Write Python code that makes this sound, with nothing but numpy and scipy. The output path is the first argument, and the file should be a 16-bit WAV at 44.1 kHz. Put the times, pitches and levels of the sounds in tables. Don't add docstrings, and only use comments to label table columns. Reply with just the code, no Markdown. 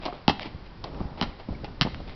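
import sys
import numpy as np
from scipy import signal
from scipy.io import wavfile
from scipy.ndimage import uniform_filter1d

SR = 44100
rng = np.random.default_rng(int(sys.argv[2]) if len(sys.argv) > 2 else 0)


def inscribe(sig):
    pcm = np.round(np.clip(np.atleast_2d(sig).T, -1, 1) * 32767)
    wavfile.write(sys.argv[1], SR, pcm.astype(np.int16))


N = 94815
T = np.arange(int(.7 * SR)) / SR

# t/s, slap/dB, pock/dB, skin/dB, thump/dB, thump f/Hz, ring/dB,
# wall delay/s, wall echo/dB, second delay/s, second echo/dB, scatter/dB
BOUNCES = [(0.2802, 16.5, -9.5, -9, -7.5, 212.4, -21, .0159, -6.5, .0095, -7.5, -6.5),
           (1.2132, 9.5, -15.5, -20, -17, 200, -33, 0.012, -3, 0.015, -17, -4.5),
           (1.8121, 18, -9, -22, -14, 148, -38, .0071, -4.5, 0.02, -17.5, -8)]
# f/Hz, relative level/dB
RING_TONES = [(741, -1), (828, 2), (873, 0), (1009, -2), (1122, -4), (1281, -2), (1367, 1), (2574, -5),
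              (2637, -3), (2936, -4), (3956, -7), (4087, -6), (4165, -7), (4660, -7)]
# t/s, thud/dB, thud f/Hz, knock/dB, knock f/Hz
LANDINGS = [(0.0604, -26.5, 302, -52, 800), (.082, -34, 302, -27.5, 1070), (0.125, -30.5, 417, -31.5, 1200),
            (.456, -30, 303, -61.5, 700), (.474, -32, 200, -47, 700), (.547, -26, 113, -38.5, 295),
            (0.559, -30.5, 100, -51, 300), (.843, -33.5, 130, -30.5, 1000), (0.899, -31, 200, -49, 700),
            (1.004, -22.5, 240, -30.5, 1100), (1.012, -19, 125, -28.5, 600), (1.054, -25, 70, -43, 600),
            (1.117, -29, 129.9, -43, 600), (1.175, -34, 170, -36, 926), (1.4873, -20, 238, -25.5, 396),
            (1.506, -23, 85, -55, 397), (1.519, -24, 90, -38, 395), (1.527, -36, 200, -31.5, 560),
            (1.636, -26.5, 175, -31.5, 500), (1.644, -29.5, 340, -27.5, 783),
            (1.850, -17.5, 184, -24.5, 600), (1.8605, -23.5, 270, -23.5, 597),
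            (1.871, -24.5, 220, -23, 850), (2.002, -43.5, 170, -29, 650)]
# t/s, rise/s, decay/s, body/dB, grit/dB
SCUFFS = [(0, 0.044, 0.026, -39.5, -43), (.050, .011, 0.022, -28.5, -37.5), (.125, 0.0034, 0.057, -40, -50),
          (.405, 0.0078, 0.036, -39, -37.5), (0.439, 0.021, 0.015, -38, -42),
          (0.654, .008, 0.012, -55, -51), (.838, 0.0027, 0.03, -34, -45.5), (.86, .14, 0.16, -43, -84),
          (1.173, 0.007, 0.1, -40, -48), (1.384, 0.016, 0.017, -41.5, -49.5),
          (1.643, 0.0022, 0.01, -35.5, -38.5), (1.671, 0.017, 0.0097, -42.5, -70),
          (2.07, 0.0084, 0.11, -49.5, -51.5)]
# t/s, f/Hz, level/dB, half length/s
SQUEAKS = [(0.089, 711.6, -32.5, 0.021), (1.552, 2240, -42, 0.0032)]
# t/s, relative level/dB
CLICKS = [(.0540, -22.5), (0.061, -21.5), (0.8409, -23), (1.6445, -31.5)]
# t/s, level/dB
FAR_ECHOES = [(.3960, -10), (0.947, -26.5), (1.9460, -14.5), (2.096, -21)]
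# t/s, level/dB
GUSTS = [(0, -39.5), (.2, -67), (.32, -50), (.5, -46), (.75, -49), (.95, -38.5), (1.02, -35.5), (1.12, -45),
         (1.3, -38), (1.4, -64), (1.52, -35.5), (1.591, -40.5), (1.68, -40.5), (1.77, -44), (1.95, -37),
         (2.15, -44.5)]

# f/Hz, relative level/dB
SLAP_EQ = [(100, -12), (600, -24.5), (1250, -0.5), (1750, -8), (2100, -4.5), (2400, -8), (3000, -15),
           (3700, -2.5), (4800, -5), (6500, -13)]
SCATTER_EQ = [(80, 7), (140, 0.5), (260, 1.5), (420, 3.5), (900, -1), (1800, 8.5), (3000, -0.5),
              (5500, 2.5)]
BODY_EQ = [(80, -4.5), (250, -6.5), (450, -2), (850, -0.5), (1300, -11), (2000, -28), (5000, -33)]
GRIT_EQ = [(300, -41.5), (1200, -10.5), (2100, 10.5), (3000, 8), (4800, 2.5), (6000, -9)]
CLICK_EQ = [(300, -25.5), (900, -4), (1500, -9.5), (2200, -10), (3000, -1), (4800, 0), (6000, -7)]
YARD_EQ = [(80, -11.5), (250, -2), (600, -1.5), (1400, -3), (2100, 5), (3000, -1), (3900, 1.5), (5500, -5)]
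HUSH_EQ = [(20, 6), (60, -1), (130, 0.5), (260, -10.5), (430, -13), (620, -14.5), (900, -13), (1500, -17.5),
           (3000, -25), (5000, -25), (6500, -40)]
WIND_EQ = [(15, -9), (40, -0.5), (70, -6), (130, -10), (250, -12.5), (500, -21.5), (1500, -42.5)]

POCK_HZ, POCK_RISE_S = 3040, 0.00035
SKIN_HZ, SKIN_RISE_S = 841, 0.0013
THUMP_DELAY_S, THUMP_RISE_S, RING_T60_S = 0.00112, 0.0026, .08
SCATTER_DELAY_S, SCATTER_RISE_S, SCATTER_TAIL_DB, SCATTER_T60_S = .002, 0.008, -8, 0.23
THUD_RISE_S, KNOCK_RISE_S, RATTLE_DB, RATTLE_DECAY_S = 0.0026, 0.0013, -13, 0.013
CLICK_DECAY_S = 0.0036
YARD_DB, YARD_T60_S, HUSH_DB = -16.5, 0.7, -46
BANDWIDTH_HZ, CLIP_LEVEL, OUTPUT_CUTOFF_HZ = 5650, .76, 16500


def ball():
    out = np.zeros(N)
    spread = swell(SCATTER_RISE_S) ** 2 + amp(SCATTER_TAIL_DB - 60 * T / SCATTER_T60_S)
    for (s, slap_db, pock_db, skin_db, thump_db, thump_hz, ring_db,
         wall_s, wall_db, second_s, second_db, scatter_db) in BOUNCES:
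        slap = amp(pock_db) * swell(POCK_RISE_S) * np.cos(2 * np.pi * POCK_HZ * T)
        add(slap, 0, amp(slap_db) * colour(SLAP_EQ))
        skin = amp(skin_db) * push(SKIN_HZ, SKIN_RISE_S)
        thump = amp(thump_db) * push(thump_hz, THUMP_RISE_S)
        hit = amp(ring_db) * bounce_ring()
        add(hit, 0, slap)
        add(hit, THUMP_DELAY_S, skin + thump)
        add(out, s, hit)
        add(out, s + wall_s, amp(wall_db) * hit)
        add(out, s + second_s, amp(second_db) * slap)
        scatter = through(hit, reflections(spread, SCATTER_EQ))
        add(out, s + SCATTER_DELAY_S + wall_s / 2, amp(scatter_db) * scatter)
    return out


def bounce_ring():
    return sum(amp(db - 60 * T / RING_T60_S) * np.sin(2 * np.pi * (hz * T + rng.random()))
               for hz, db in RING_TONES) / 2


def landings():
    out = np.zeros(N)
    for s, thud_db, thud_hz, knock_db, knock_hz in LANDINGS:
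        rattle = amp(RATTLE_DB) * np.exp(-T / RATTLE_DECAY_S) * noise(BODY_EQ, len(T))
        knock = push(knock_hz, KNOCK_RISE_S) + rattle
        add(out, s, amp(thud_db) * push(thud_hz, THUD_RISE_S) + amp(knock_db) * knock)
    return out


def scuffs():
    out = np.zeros(N)
    for s, rise_s, decay_s, body_db, grit_db in SCUFFS:
        envelope = np.minimum(T / rise_s, 1) * np.exp(-np.maximum(T - rise_s, 0) / decay_s)
        grain_db = 2.7 * unit(uniform_filter1d(rng.standard_normal(len(T)), size=60))
        rub = amp(body_db) * noise(BODY_EQ, len(T)) + amp(grit_db) * noise(GRIT_EQ, len(T))
        add(out, s, envelope * unit(amp(grain_db)) * rub)
    return out


def squeaks():
    out = np.zeros(N)
    for s, hz, db, half_s in SQUEAKS:
        t = np.arange(N) / SR - s
        out += amp(db) * np.exp(-(t / half_s) ** 2) * np.sin(2 * np.pi * hz * t)
    return out


def sole_clicks():
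    out = np.zeros(N)
    for s, db in CLICKS:
        add(out, s, amp(db) * np.exp(-T / CLICK_DECAY_S) * noise(CLICK_EQ, len(T)) / 2)
    return out


def yard_tail(sound):
    decay = amp(-60 * T / YARD_T60_S)
    return amp(YARD_DB) * through(sound, reflections(decay, YARD_EQ))


def far_echoes():
    out = np.zeros(N)
    tick = colour([(150, -16), (900, 11.5), (3000, 8.5), (5500, -5)])
    for s, db in FAR_ECHOES:
        add(out, s, amp(db) * tick)
    return out


def open_air():
    gusts = amp(np.interp(np.arange(N) / SR, *np.transpose(GUSTS)))
    return amp(HUSH_DB) * noise(HUSH_EQ, N) + gusts * noise(WIND_EQ, N)


def amp(db):
    return 10 ** (np.asarray(db) / 20)


def unit(x):
    return x / np.sqrt(np.mean(x ** 2) + 1e-20)


def add(mix, s, sound):
    part = mix[max(round(s * SR), 0):][:len(sound)]
    part += sound[:len(part)]


def colour(points, size=4096):
    hz, db = np.transpose(points)
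    bin_hz = abs(np.fft.fftfreq(size, 1 / SR))
    log_gain = np.log(amp(np.interp(np.log(bin_hz + 1), np.log(hz), db)))
    return np.fft.ifft(np.exp(np.conj(signal.hilbert(log_gain)))).real


def through(x, response):
    return signal.fftconvolve(x, response)[:len(x)]


def noise(points, size):
    white = rng.standard_normal(size + 4095)
    return unit(signal.fftconvolve(white, colour(points), "valid"))


def swell(rise_s):
    return T / rise_s * np.exp(1 - T / rise_s)


def push(hz, rise_s):
    return swell(rise_s) ** 2 * np.sin(2 * np.pi * hz * T)


def reflections(envelope, points):
    taps = rng.choice([-1., 1.], len(T)) * envelope
    return through(taps / np.linalg.norm(taps), colour(points))


def scene():
    play = ball() + landings() + scuffs() + squeaks() + sole_clicks()
    return (play + yard_tail(play) + far_echoes() + open_air())[None]


def record(dry):
    mic_lowpass = signal.firwin(141, BANDWIDTH_HZ, window=("kaiser", 8), fs=SR)
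    output_lowpass = signal.firwin(255, OUTPUT_CUTOFF_HZ, window=("kaiser", 8), fs=SR)
    dull = signal.oaconvolve(dry, mic_lowpass[None], "same")
    clipped = np.clip(dull, -CLIP_LEVEL, CLIP_LEVEL)
    return signal.oaconvolve(clipped, output_lowpass[None], "same")


dry = scene()
out = record(dry)
inscribe(out)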